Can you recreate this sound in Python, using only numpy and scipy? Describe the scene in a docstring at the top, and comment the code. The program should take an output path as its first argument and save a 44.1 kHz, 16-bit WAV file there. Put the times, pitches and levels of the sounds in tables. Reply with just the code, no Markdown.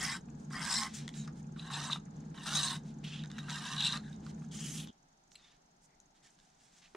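"""Knife on a plastic sheet

Close at a workbench, two microphones hear a hobby knife scrape a thin plastic sheet in five short strokes and a
light last one. Trains of tiny slips shake the sheet's modes, ring the blade and rasp at the edge; catches and
taps are short tones and noise bursts. Between strokes grainy noise slides on paper, over a low resonant hum and
faint fast ticking. Then the hum drops away abruptly, and the sheet is shifted about quietly on the bench in a
much quieter room."""
import sys
import numpy as np
from scipy import signal
from scipy.fft import rfft, irfft, next_fast_len
from scipy.io import wavfile
from scipy.ndimage import uniform_filter1d, map_coordinates

SR = 44100
rng = np.random.default_rng(int(sys.argv[2]) if len(sys.argv) > 2 else 0)


def dump(signal):
    """Clip the signal to [-1, 1] and save it as 16-bit WAV at the path in sys.argv[1]."""
    limited = np.clip(np.atleast_2d(signal).T, -1, 1)
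    pcm = np.round(limited * 32767).astype(np.int16)
    wavfile.write(sys.argv[1], SR, pcm)


N = 306932
TIME = np.arange(N) / SR

# In mode tables, level is the relative gain at the centre of a resonance; spectra are relative too.
# Resonances of the hum: (centre [Hz], width [Hz], level [dB])
HUM_MODES = [(148.9, 6.8, 0.5), (167, 76, -15), (220.1, 14.9, -7)]
# Air of the place with the hum, then without: (frequency [Hz], relative density [dB per Hz])
LOUD_AIR_SPECTRUM = [(20, -16.5), (75, -6.5), (118, -11), (150, 4.5), (230, -2), (300, -6.5), (360, -13.5),
                     (450, -16), (580, -23.5), (820, -21), (1150, -31), (1620, -30), (1900, -39),
                     (2500, -43), (7000, -40.5), (13000, -68.5)]
QUIET_AIR_SPECTRUM = [(12, -39), (20, -1), (103, -17.5), (155, -2), (235, -8.5), (409, -15), (445, -14.5),
                      (484, -21), (774, -10.5), (841, -12), (1110, -22.5), (1390, -20.5), (2480, -28.5),
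                      (6010, -25.5), (15000, -51)]
# Stereo width of the close work, then of the room: (frequency [Hz], gain into the side signal [dB])
WORK_SIDE_SPECTRUM = [(600, -11.5), (1100, -19), (1400, -14.5), (1800, -8.5), (2800, -13), (3800, -27),
                      (5000, -8.5), (7000, -4.5), (13000, -2)]
AIR_SIDE_SPECTRUM = [(50, -10), (150, -29.5), (220, -26), (300, -7.5), (500, 0), (800, 2.5), (1500, 4),
                     (3000, 0), (6000, 3), (13000, 1)]
# Sheet and hand slide on the paper; the one at 3.984 s is a light last stroke of the knife, drawn the same way:
# (start [s], length [s], share of the length until top speed [1], level before SLIDE_TRIM_DB [dB], hiss re
# swish [dB])
SLIDES_AND_LIGHT_STROKE = [ (0.37, 0.096, 0.62, -78, 12), (0.859, 0.22, 0.65, -52, -6),
                           (0.936, 0.068, 0.19, -56, 11), (1.135, 0.14, 0.22, -52.5, 0),
                           (1.34, 0.075, 0.88, -68, 2.5), (2.845, 0.088, 0.35, -63, -2),
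                           (3.031, 0.2, 0.57, -46.5, -13.5), (3.984, 0.2, 0.66, -65, -3),
                           (4.219, 0.098, 1, -58.5, -3.5), (4.34, 0.13, 0.98, -73, 4.5),
                           (4.51, 0.14, 0.25, -56.5, 5.5), (4.522, 0.33, 0.78, -49.5, 6), (4.84, 0.048, 1, -60, -5),
                           (5.343, 0.24, 0.52, -61, -14), (5.806, 0.061, 0.9, -75.5, 13),
                           (6.142, 0.071, 0.37, -66.5, -6), (6.222, 0.078, 0.39, -58, -2.5),
                           (6.29, 0.063, 0.51, -76, 9), (6.24, 1, 0.83, -70, -2.5), (6.38, 0.14, .4, -75, 2),
                           (6.584, 0.11, 0.61, -74, 4), (6.717, 0.11, .55, -68.5, 1),
                           (6.815, 0.067, 0.45, -61, -23), ]
# Spectra of slow and fast sliding: (frequency [Hz], level [dB])
SWISH_SPECTRUM = [(500, -36.5), (1100, -2), (1750, 3.5), (2150, 3.5), (2700, 2), (3200, 3.5), (3800, 5),
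                  (4500, 1), (6000, -4.5), (9000, -28), (12000, -64)]
HISS_SPECTRUM = [(3200, -42), (5000, -5.5), (6400, -0.5), (7600, -1), (9800, -8.5), (11300, -24),
                 (14000, -24), (15500, -28)]
# The sliding sheet squeaks in one mode; the one at 4.026 s is the blade ringing in the light last stroke:
# (start [s], end [s], centre [Hz], width of each filter pass [Hz], level at the middle [dB], glide as a share
# of the pitch [1])
SQUEAKS_AND_BLADE_RING = [(1.152, 1.232, 7160, 1000, -55, -0.13), (1.15, 1.252, 3920, 600, -63, 0),
                          (3.037, 3.234, 2670, 600, -56, 0.01), (3.052, 3.23, 3220, 700, -54.5, 0.0046),
                          (4.026, 4.1, 3820, 500, -64, -.03), (4.029, 4.116, 1650, 250, -59.5, -0.061),
                          (4.514, 4.76, 3120, 700, -53, -.04), (4.515, 4.66, 6900, 1600, -55, -0.079),
                          (4.623, 4.8, 6400, 700, -57, -0.02), (4.74, 4.85, 3180, 1400, -50, 0.054),
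                          (4.64, 4.852, 10250, 4020, -60, 0), (4.872, 4.904, 3350, 700, -57, -0.075),
                          (5.308, 5.35, 6300, 2500, -66, -0.013), (5.37, 5.405, 4250, 600, -73, -0.06),
                          (5.38, 5.517, 3620, 300, -68, -.02), (5.887, 5.982, 2060, 380, -77, .04),
                          (6.215, 6.298, 1910, 250, -74, -0.086)]
# Light taps of blade and sheet: (time [s], level before TAP_TRIM_DB [dB], centre [Hz], t60 [s])
LIGHT_TAPS = [(.8335, -24.5, 4360, 0.014), (1.139, -42, 3700, .03), (1.274, -41, 1350, 0.08),
              (1.275, -44.5, 5400, 0.029), (1.7025, -41, 1263, 0.045), (1.897, -31, 1140, 0.06),
              (1.958, -33, 1090, 0.04), (2.342, -58, 1680, 0.021), (2.377, -41, 1610, 0.057),
              (3.039, -36.5, 3000, 0.14), (3.2365, -45, 1500, 0.12), (3.3, -45, 3580, 0.042),
              (3.3825, -35, 1560, 0.05), (3.932, -34, 1310, 0.18), (4.2645, -43, 3950, 0.016),
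              (4.2645, -40.5, 1210, 0.03), (4.419, -48.5, 1290, 0.038), (4.44, -49, 1490, 0.037),
              (5.443, -53, 2780, .012), (6.8211, -53, 2800, 0.034), (6.855, -51, 2730, 0.038),
              (6.878, -57, 2300, .02), (6.947, -37.5, 404, 0.058), (6.9475, -45, 1150, .05),
              (6.9487, -34.5, 1990, 0.016)]
# Every touch-down ticks on the sheet, every bite knocks it: (level before TAP_TRIM_DB [dB], centre [Hz], t60 [s])
TOUCH_DOWN_TAP = (-47.5, 1250, 0.076)
BITE_KNOCK = (-36.5, 1280, 0.087)
# The sheet flicks against the blade: (time [s], peak level [dB])
SHEET_FLICKS = [(1.0782, -29.5), (1.0892, -37)]
# Modes of a flick: (centre [Hz], width of each filter pass [Hz], level [dB])
SHEET_FLICK_MODES = [(1060, 760, -9), (1850, 440, 0), (3500, 840, 3), (6700, 2300, -1.5)]
# The knife knocks lightly as it is placed: (time [s], peak level [dB])
KNIFE_KNOCKS = [(5.352, -40.5)]
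# Modes of a knock: (centre [Hz], width of each filter pass [Hz], level [dB])
KNIFE_KNOCK_MODES = [(2700, 1100, 0.5), (4080, 580, 3.5), (7800, 640, -3), (9900, 1800, -10)]
# A tiny high snap of the plastic: (time [s], peak level [dB])
PLASTIC_SNAPS = [(6.0005, -48.5)]
# Modes of the snap: (centre [Hz], width of each filter pass [Hz], level [dB])
PLASTIC_SNAP_MODES = [(4150, 1200, -12.5), (6170, 600, 0), (7000, 800, -0.5), (10200, 1800, -16)]
# The blade's tip pricks the plastic, dry and without a ring: (time [s], peak level [dB])
TIP_PRICKS = [(3.2365, -47), (3.247, -45), (3.2575, -46), (3.3145, -37.5), (3.382, -40), (3.388, -38),
              (3.4965, -31), (3.504, -31), (4.8725, -44), (5.3172, -49), (5.3455, -56), (6.388, -55),
              (6.3995, -53)]
# Broad resonances of a prick: (centre [Hz], width of each filter pass [Hz], level [dB])
TIP_PRICK_MODES = [(1890, 2040, -2.5), (3800, 1300, 0.5), (6240, 1900, -3.5)]
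# The blade catches and lets go, once or in a quick run: (time [s], level before CATCH_TRIM_DB [dB],
# length of the run [s], median ring pitch [Hz], rise [s])
BLADE_CATCHES = [(1.9304, -19, .003, 3830, 0.0014), (2.3757, -42, .01, 3700, 0.0013),
                 (2.5557, -26, .016, 3790, 0.0041), (2.5812, -23, .003, 3900, 0.0016),
                 (2.5897, -19, .003, 3950, 0.0015), (2.597, -34, .003, 3850, 0.0023),
                 (2.6545, -29, .003, 3900, 0.0015), (2.676, -25, .01, 3980, 0.0012),
                 (2.7055, -31, .003, 3850, 0.0014), (3.2365, -40.5, .003, 3780, 0.0012),
                 (3.3855, -41, .024, 3830, 0.003), (3.734, -35, .003, 3300, 0.0011),
                 (3.805, -19.5, .003, 3700, 0.0015), (3.8095, -26, .003, 3400, 0.0016),
                 (3.8327, -27.5, .003, 3480, 0.001), (3.8395, -23.5, .003, 3690, 0.0015),
                 (3.846, -22.5, .016, 3850, 0.0021), (3.867, -19.5, .003, 4070, 0.0019),
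                 (3.873, -27.5, .003, 3860, .001), (3.9235, -25, .01, 3790, 0.00086),
                 (3.9744, -28.5, .003, 3909, 0.0007), (4.128, -46, .003, 3680, 0.0014)]
# Strokes, in which the blade touches down, skims, bites, is drawn along and lifts: (bite time [s],
# skim before it [s], draw [s], sheet level [dB], skim re sheet [dB], growth over the draw [dB],
# swell in mid-draw [dB], blade ring re sheet [dB], edge rasp re sheet [dB], top of the rasp [dB])
KNIFE_STROKES = [ (0.0, .01, .15, -43.5, 8.5, -0.5, 2, -8, -2.5, 5.5),
                 (0.53, 0.025, 0.322, -45, -10.5, 2, 3, -13, -4.5, 5),
                 (1.701, 0.14, 0.25, -46, -8.5, -4.5, 3, -2.5, -5, 3),
                 (2.457, .113, .29, -43.5, -8, -5, 4.5, -4.5, -5, 5.5),
                 (3.482, .181, 0.47, -49, -5, 2, 1, -3, -4.5, 3.5), ]
# The grip sets each stroke's resonances: (flex [Hz], flex level [dB], first rasp [Hz], second rasp [Hz],
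# low bending [dB])
HAND_GRIPS = [(1893, 1, 5360, 8000, -4), (1900, 2, 5220, 8200, -0.5), (2750, -3.5, 6240, 8000, 2.5),
              (2830, -1, 6100, 8400, 0), (2750, -2, 5840, 6900, -1)]
# Bending modes of the held sheet: (centre [Hz], width [Hz], level [dB])
SHEET_MODES = [(667, 240, -15), (794, 130, -4.5), (1058, 200, -1), (1274, 236, -3.5), (1563, 95, 0),
               (1832, 170, -4), (3310, 410, -7.5)]
# Stiffer flexing close to the fingers: (centre [Hz], width [Hz], level [dB])
FLEX_MODES = [(3085, 180, -10), (3170, 1300, -7.5)]
# Modes of the blade: (centre [Hz], width [Hz], level [dB])
BLADE_MODES = [(3750, 570, -0.5), (3977, 303, 3.5)]
# Spectrum of the cutting edge: (frequency [Hz], level [dB])
RASP_SPECTRUM = [(2200, -24.5), (4000, -7), (4900, 3.5), (6600, -2.5), (8600, -3), (10000, -10.5),
                 (11300, -24.5), (13500, -27.5), (15500, -34)]
# Friction locks on to one mode during a stroke: (start [s], end [s], centre [Hz],
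# width of each filter pass [Hz], level at the middle [dB], glide as a share of the pitch [1])
STROKE_SCREECHES = [(0.024, 0.06, 5680, 456, -48, -.04), (.12, 0.16, 7500, 1000, -50, -0.0031),
                    (0.533, 0.588, 4950, 400, -49, -.1), (0.63, 0.784, 2900, 1000, -58.5, 0),
                    (0.71, 0.808, 7700, 1100, -42, 0), (.742, 0.79, 5340, 900, -38, -0.01),
                    (0.752, .795, 4030, 600, -35.5, -0.056), (0.816, 0.84, 8350, 700, -49, -0.028),
                    (1.808, 1.857, 5950, 600, -50, 0.092), (1.871, 1.885, 8000, 1200, -51, 0),
                    (2.469, 2.568, 1400, 260, -45, 0.196), (2.534, 2.585, 6300, 900, -37, -0.05),
                    (2.609, 2.674, 8200, 802, -41, 0.074), (2.617, 2.658, 6270, 600, -40, 0.017),
                    (3.81, 3.818, 3020, 1200, -32.5, -0.018), (3.832, 3.88, 7770, 1100, -44.5, .03),
                    (3.833, 3.895, 3870, 700, -42, 0.049)]
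# The edge digs deeper or eases: (time [s], half length at 1/e [s], more blade ring [dB], more rasp [dB])
EDGE_DIGS = [(0.04, 0.028, -11, 4), (0.53, 0.0085, 8, 14), (0.585, 0.033, -9, -2), (0.765, 0.091, 9, 8),
             (1.596, 0.019, 13.5, 8), (1.737, 0.014, 6, 4), (1.924, 0.014, 12.5, 4.5), (2.454, 0.026, 7, 8),
             (2.56, 0.046, 4, 5), (2.677, 0.11, 9.5, 6), (3.527, 0.025, 2.5, 3.5), (3.792, 0.031, 9.5, 0),
             (3.862, 0.041, 13.5, 4), (3.917, 0.034, 8, 1.5)]

HUM_DB, HUM_END_S = -47, 4.906
LOUD_AIR_DB, QUIET_AIR_DB = -51, -71
WHINE_HZ, WHINE_DB = 829, -78  # a thin whine rides on the hum
TICKS_PER_S = 20.5
HOLD_DB = -82.5  # the held sheet never lies quite still on the paper
SLIDE_TRIM_DB, TAP_TRIM_DB, CATCH_TRIM_DB = -7.5, -10, -5
SWISH_POWER, HISS_POWER = 0.72, 1.07  # each grows as this power of the sliding speed
SPEED_UP, SLOW_DOWN = 2.6, 1.26  # powers of the arch; higher: a more abrupt start or stop
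# The fingers fidget with the held sheet; level is before TAP_TRIM_DB and scattered, pitch spans two octaves
FIDGETS_PER_S, FIDGET_DB, FIDGET_HZ, FIDGET_T60_S = 12, -60, 1500, 0.048
FLICK_RISE_S, KNOCK_RISE_S, PRICK_RISE_S = 0.0012, 0.0037, 0.001
CATCH_GAP_S = 0.0078  # between catches in a run; median gap between shavings
ATTACK_S = 0.013
EASE_S, EASE_DB, LIFT_S, LIFT_DB = 0.019, -3.5, 0.017, -18
SKIM_GROWTH_DB_PER_S = 69  # the blade settles while it skims
SKIM_RASP_DB = -2.5  # the edge rasps less until it bites
SLOW_ENDS_DB = -2  # the hand is slow at both ends of a stroke, so ring and rasp are weaker there
DIG_DAMPING = 0.088  # dB that the sheet loses for each dB of added rasp
FLEX_DB = -16  # stiff flexing re a blade ring of 0 dB; it grows faster than the ring
SURGE_DB, SURGE_RATE = 1.28, 32  # the hand presses unevenly: spread, changes per s
TOP_HZ = 15650


def undb(db):
    """Decibels to gain."""
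    return 10 ** (np.asarray(db) / 20)


def unit(x):
    """Scale to rms 1."""
    return x / np.sqrt(np.mean(x ** 2))


def colour(x, points):
    """Filter by a (frequency [Hz], level [dB]) spectrum."""
    hz, db = np.transpose(points)
    size = next_fast_len(N + SR // 10, True)
    bins = np.fft.rfftfreq(size, 1 / SR)
    gain = undb(np.interp(np.log(bins + 1), np.log(hz), db))
    return irfft(rfft(x, size) * gain, size)[:N]


def resonate(x, hz, width):
    """One resonance, gain 1 at its centre."""
    b, a = signal.iirpeak(min(hz, SR / 2 - 1), hz / width, fs=SR)
    return signal.lfilter(b, a, x)


def ring(x, modes):
    """A body with several modes; neighbours swing in opposite directions."""
    return sum((-1) ** k * undb(db) * resonate(x, hz, width) for k, (hz, width, db) in enumerate(modes))


def band(x, lo_hz, hi_hz):
    """Keep one band."""
    return signal.sosfilt(signal.butter(2, [lo_hz, hi_hz], "band", fs=SR, output="sos"), x)


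def walk(rate):
    """Smooth random wandering with spread 1."""
    size = int(SR / rate)
    smooth = uniform_filter1d(rng.standard_normal(N), size)
    return unit(uniform_filter1d(smooth, size))


def swell(times, db, fade_s=0.0029):
    """Gain along a level curve, silent outside it."""
    gain = np.zeros(N)
    first, last = times[0] - fade_s, times[-1] + fade_s
    span = slice(max(int(first * SR), 0), int(last * SR))
    gate = np.interp(TIME[span], [first, times[0], times[-1], last], [0, 1, 1, 0])
    gain[span] = gate * undb(np.interp(TIME[span], times, db))
    return gain


def add(track, s, sound):
    """Mix a sound in at a time."""
    start = int(s * SR)
    track[start:start + len(sound)] += sound[:max(N - start, 0)]


def workshop():
    """Turbulent air drones unevenly in low resonances under a thin whine, then yields to a much quieter room."""
    resonances = unit(band(ring(rng.standard_normal(N), HUM_MODES), 142, 254))
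    drone = undb(HUM_DB + walk(3.4)) * resonances
    air = undb(LOUD_AIR_DB + 1.2 * walk(15)) * unit(colour(rng.standard_normal(N), LOUD_AIR_SPECTRUM))
    whine = undb(WHINE_DB) * unit(np.sin(2 * np.pi * WHINE_HZ * TIME + walk(6.3)))
    quiet = undb(QUIET_AIR_DB) * unit(colour(rng.standard_normal(N), QUIET_AIR_SPECTRUM))
    humming = np.clip((HUM_END_S - TIME) / 0.002, 0, 1)
    return humming * (drone + air + whine) + (1 - humming) * quiet


def ticking(jitter_s=0.0051, length_s=0.0051, near_db=-67, far_db=-74):
    """A small mechanism ticks in faint, high, slightly uneven noise puffs, fainter once the hum is gone."""
    gate, t = np.zeros(N), TIME[:SR // 40]
    for k, (late, size) in enumerate(rng.standard_normal((int(TICKS_PER_S * N / SR), 2))):
        puff = undb(1.5 * size) * np.exp(-(t / length_s - 2) ** 2)
        add(gate, abs(k / TICKS_PER_S + jitter_s * late), puff)
    spectrum = [(3500, -40), (5200, -9.5), (6600, 5), (8000, -12.5), (9800, -15.5), (11500, -62.5)]
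    noise = unit(colour(rng.standard_normal(N), spectrum))
    return noise * gate * undb(np.where(TIME < HUM_END_S, near_db, far_db))


def slips(rate, scatter_db, rub):
    """Stick and slip: tiny jerks of uneven size over smooth rubbing."""
    sizes = undb(scatter_db * np.clip(rng.standard_normal(N), -2, 2))
    jerks = (rng.random(N) < rate / SR) * sizes
    return unit(unit(jerks - jerks.mean()) + rub * rng.standard_normal(N))


def travel(x, depth, wander_s):
    """Waves return from the sheet's ends; the paths change as the contact moves, so the colour keeps shifting."""
    out = x.copy()
    for path_s in (0.0015, 0.0029, 0.0053):
        out += depth * np.interp(TIME - path_s - wander_s * walk(6.52), TIME, x)
    return out


def squeal(drive, rows):
    """Friction locks on to one mode for a moment: it swells, glides as the contact moves, and fades."""
    out = np.zeros(N)
    for start, end, hz, width, db, glide in rows:
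        middle = (start + end) / 2
        gain = swell([start, middle, end], [db - 9, db, db - 8])
        on = gain > 0
        warped = TIME[on] + glide * (TIME[on] - middle) ** 2 / (2 * (end - start))
        mode = resonate(resonate(drive, hz, width), hz, width)
        out[on] += gain[on] * unit(map_coordinates(mode, [warped * SR], mode="nearest"))
    return out


def speed(start, length_s, top_share):
    """One push of the hand: an arch from rest up to 1 and back to rest."""
    top = start + length_s * np.clip(top_share, 0.05, 0.95)
    away = np.interp(TIME, [start, top, start + length_s], [1, 0, 1])
    return 1 - away ** np.where(TIME < top, SPEED_UP, SLOW_DOWN)


def sliding():
    """Fine paper grain passes under the sheet: a soft swish, hissier when fast, with small squeaks; a light
    last knife stroke, with its blade ring, is drawn the same way."""
    rubbing = slips(rate=5000, scatter_db=3, rub=0.96) * undb(1.5 * walk(64))
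    grain = travel(rubbing, depth=0.13, wander_s=0.00036)
    swish, hiss = unit(colour(grain, SWISH_SPECTRUM)), unit(colour(grain, HISS_SPECTRUM))
    out = swish * undb(HOLD_DB + 1.9 * walk(9)) * (TIME < HUM_END_S)
    for start, length_s, top_share, db, hiss_db in SLIDES_AND_LIGHT_STROKE:
        pace = speed(start, length_s, top_share)
        rush = swish * pace ** SWISH_POWER + undb(hiss_db) * hiss * pace ** HISS_POWER
        out += undb(db + SLIDE_TRIM_DB) * rush
    return out + squeal(grain, SQUEAKS_AND_BLADE_RING)


def taps(spread=0.21, softness=0.017):
    """Dry ticks: a short crackle in a broad resonance; the longer ones start more slowly."""
    out, t = np.zeros(N), TIME[:SR // 10]
    events = list(LIGHT_TAPS)
    for bite, skim_s, *_ in KNIFE_STROKES[1:]:  # the first stroke is already under way
        events += [(bite - skim_s, *TOUCH_DOWN_TAP), (bite, *BITE_KNOCK)]
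    for when, size, pitch in rng.uniform(-1, 1, (int(FIDGETS_PER_S * HUM_END_S), 3)):
        s = (when + 1) / 2 * HUM_END_S
        events.append((s, FIDGET_DB + 4 * size, FIDGET_HZ * 2 ** pitch, FIDGET_T60_S))
    for s, db, hz, t60 in events:
        shape = (1 - np.exp(-t / (softness * t60))) * np.exp(-np.log(1000) * t / t60)
        crackle = resonate(rng.standard_normal(len(t)), hz, spread * hz)
        tick = unit(band(crackle, hz / 3, min(4 * hz, 9000))) * shape / shape.max()
        add(out, s, undb(db + TAP_TRIM_DB) * tick)
    return out


def clicks(rows, modes, rise_s):
    """A brief gritty contact rings a few modes."""
    out, t = np.zeros(N), TIME[:SR // 20]
    contact = (t / rise_s * np.exp(1 - t / rise_s)) ** 2
    for s, db in rows:
        sound = np.zeros(len(t))
        for hz, width, mode_db in modes:
            grit = contact * rng.standard_normal(len(t))
            sound += undb(mode_db) * unit(resonate(resonate(grit, hz, width), hz, width))
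        add(out, s, undb(db) * sound / np.abs(sound).max())
    return out


def catches(grit=0.36):
    """The blade hooks on the edge; its ring and a noisy crack build up and die within milliseconds."""
    out, t = np.zeros(N), TIME[:SR // 30]
    for s, db, run_s, hz, rise_s in BLADE_CATCHES:
        shape = t / rise_s * np.exp(1 - t / rise_s)
        for late in np.arange(0, run_s - CATCH_GAP_S / 4, CATCH_GAP_S):
            tone = np.sin(2 * np.pi * hz * (1 + 0.025 * rng.standard_normal()) * t)
            crack = band(rng.standard_normal(len(t)), 2100, 7000)
            add(out, s + late, undb(db + CATCH_TRIM_DB) * shape * (tone + grit * crack))
    return out


def shavings(relax_s=0.0024, scatter_db=4, steady=1.8):
    """Coarse grain: at uneven intervals a shaving breaks off, and the force jumps and relaxes."""
    gaps, sizes = rng.standard_normal((N // 100, 2)).T
    starts = (np.cumsum(CATCH_GAP_S * np.exp(0.5 * gaps)) * SR).astype(int)
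    inside = starts < N
    breaks = np.zeros(N)
    breaks[starts[inside]] = undb(scatter_db * np.clip(sizes, -2, 2))[inside]
    return unit(steady + signal.lfilter([1], [1, -np.exp(-1 / (relax_s * SR))], breaks))


def waver(x, wander_s=0.00029, swing_db=-0.5):
    """A resonance drifts in pitch and strength as the contact moves."""
    drifting = map_coordinates(x, [(TIME - wander_s * walk(22.3)) * SR], order=2, mode="nearest")
    return drifting * undb(swing_db * walk(24))


def digging():
    """Extra blade ring and rasp in dB; each dig comes and goes as a bell curve."""
    blade_db, rasp_db = np.zeros((2, N))
    for s, half_s, more_blade_db, more_rasp_db in EDGE_DIGS:
        depth = np.exp(-np.minimum(((TIME - s) / half_s) ** 2, 20))
        blade_db += more_blade_db * depth
        rasp_db += more_rasp_db * depth
    return blade_db, rasp_db


def stroke_gain(bite, skim_s, draw_s, level_db, skim_db, growth_db):
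    """A skim, a sudden bite, a draw that grows or fades evenly; the hand eases off and the blade lifts."""
    times = bite + np.array([-skim_s, 0, ATTACK_S, draw_s, draw_s + EASE_S, draw_s + EASE_S + LIFT_S])
    touch_db = skim_db - SKIM_GROWTH_DB_PER_S * skim_s
    db = np.array([touch_db, skim_db, 0, growth_db, growth_db + EASE_DB, growth_db + LIFT_DB])
    return swell(times, level_db + db, fade_s=0.0024)


def scraping():
    """One train of slips shakes the sheet, rings the blade and rasps at the edge."""
    jerks = slips(rate=1300, scatter_db=1.5, rub=0.77) * undb(0.57 * walk(150))
    force = travel(jerks, depth=0.36, wander_s=0.0004)
    coarse = force * shavings()
    blade = unit(band(ring(coarse, BLADE_MODES), 2300, 4850))
    bending = ring(force, SHEET_MODES)
    stiff = unit(band(ring(coarse, FLEX_MODES), 2530, 3200))
    edge = colour(coarse, RASP_SPECTRUM)
    dig_blade_db, dig_rasp_db = digging()
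    out = np.zeros(N)
    for stroke, grip in zip(KNIFE_STROKES, HAND_GRIPS):
        bite, skim_s, draw_s, level_db, skim_db, growth_db, swell_db, blade_db, rasp_db, top_db = stroke
        flex_hz, flex_db, first_hz, second_hz, low_db = grip
        along = np.interp(TIME, [bite, bite + draw_s], [-1, 1])
        skimming = np.interp(TIME, [bite - ATTACK_S, bite + ATTACK_S], [1, 0])
        # a close pair of modes near the fingers
        flex = ring(force, [(flex_hz, 320, flex_db), (1.064 * flex_hz, 380, flex_db)])
        held = colour(bending, [(1100, low_db), (1500, 0)]) + waver(flex, wander_s=0.0005, swing_db=-0.1)
        sheet = unit(band(held, 440, 3400)) * undb(-DIG_DAMPING * dig_rasp_db)
        first_rasp = waver(1.45 * resonate(edge, first_hz, 480))
        second_rasp = waver(0.99 * resonate(edge, second_hz, 760))
        rasp = unit(edge + first_rasp + second_rasp)
        rasp = colour(rasp, [(8500, 0.019), (12500, top_db)])  # the angle of the blade sets its brightness
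        ring_db = blade_db + dig_blade_db
        ringing = (blade + stiff * undb(FLEX_DB + ring_db)) * undb(ring_db)
        cutting = ringing + rasp * undb(rasp_db + dig_rasp_db + SKIM_RASP_DB * skimming)
        slowness = along ** 4
        pressure = undb(swell_db * (1 - along ** 2))
        pressure = pressure * stroke_gain(bite, skim_s, draw_s, level_db, skim_db, growth_db)
        out += (sheet + cutting * undb(SLOW_ENDS_DB * slowness)) * pressure
    return (out + squeal(coarse, STROKE_SCREECHES)) * undb(SURGE_DB * walk(SURGE_RATE))


def reflect(x, t60, delay_s):
    """Diffuse reflections: a decaying noise tail, scaled to unit energy."""
    t = TIME[:SR // 2]
    tail = rng.standard_normal(len(t)) * np.exp(-np.log(1000) * t / t60) * (t >= delay_s)
    return signal.fftconvolve(x, tail / np.linalg.norm(tail))[:N]


def scene():
    """The flexing sheet reaches the two microphones in ever-changing phase; the room adds a faint tail."""
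    contacts = clicks(SHEET_FLICKS, SHEET_FLICK_MODES, FLICK_RISE_S)
    contacts += clicks(KNIFE_KNOCKS, KNIFE_KNOCK_MODES, KNOCK_RISE_S)
    contacts += clicks(PLASTIC_SNAPS, PLASTIC_SNAP_MODES, FLICK_RISE_S)
    contacts += clicks(TIP_PRICKS, TIP_PRICK_MODES, PRICK_RISE_S)
    close = ticking() + sliding() + taps() + contacts + catches() + scraping()
    mid = close + undb(-10.5) * reflect(close, t60=0.11, delay_s=0.0066) + workshop()
    analytic = signal.hilbert(close, next_fast_len(N, True))[:N]
    scattered = np.real(analytic * np.exp(3j * walk(54)))
    # a second, independent draw of the room air spreads it between the microphones
    side = colour(scattered, WORK_SIDE_SPECTRUM) + colour(workshop(), AIR_SIDE_SPECTRUM)
    side -= 0.019 * close + 0.28 * resonate(close, 8120, 2983)  # the work lies a little to the right
    return np.array([mid + side, mid - side])


def record(dry):
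    """The recorder cuts the top with a steep elliptic low-pass."""
    return signal.sosfilt(signal.ellip(10, 0.1, 80, TOP_HZ, fs=SR, output="sos"), dry)


dry = scene()
out = record(dry)
dump(out)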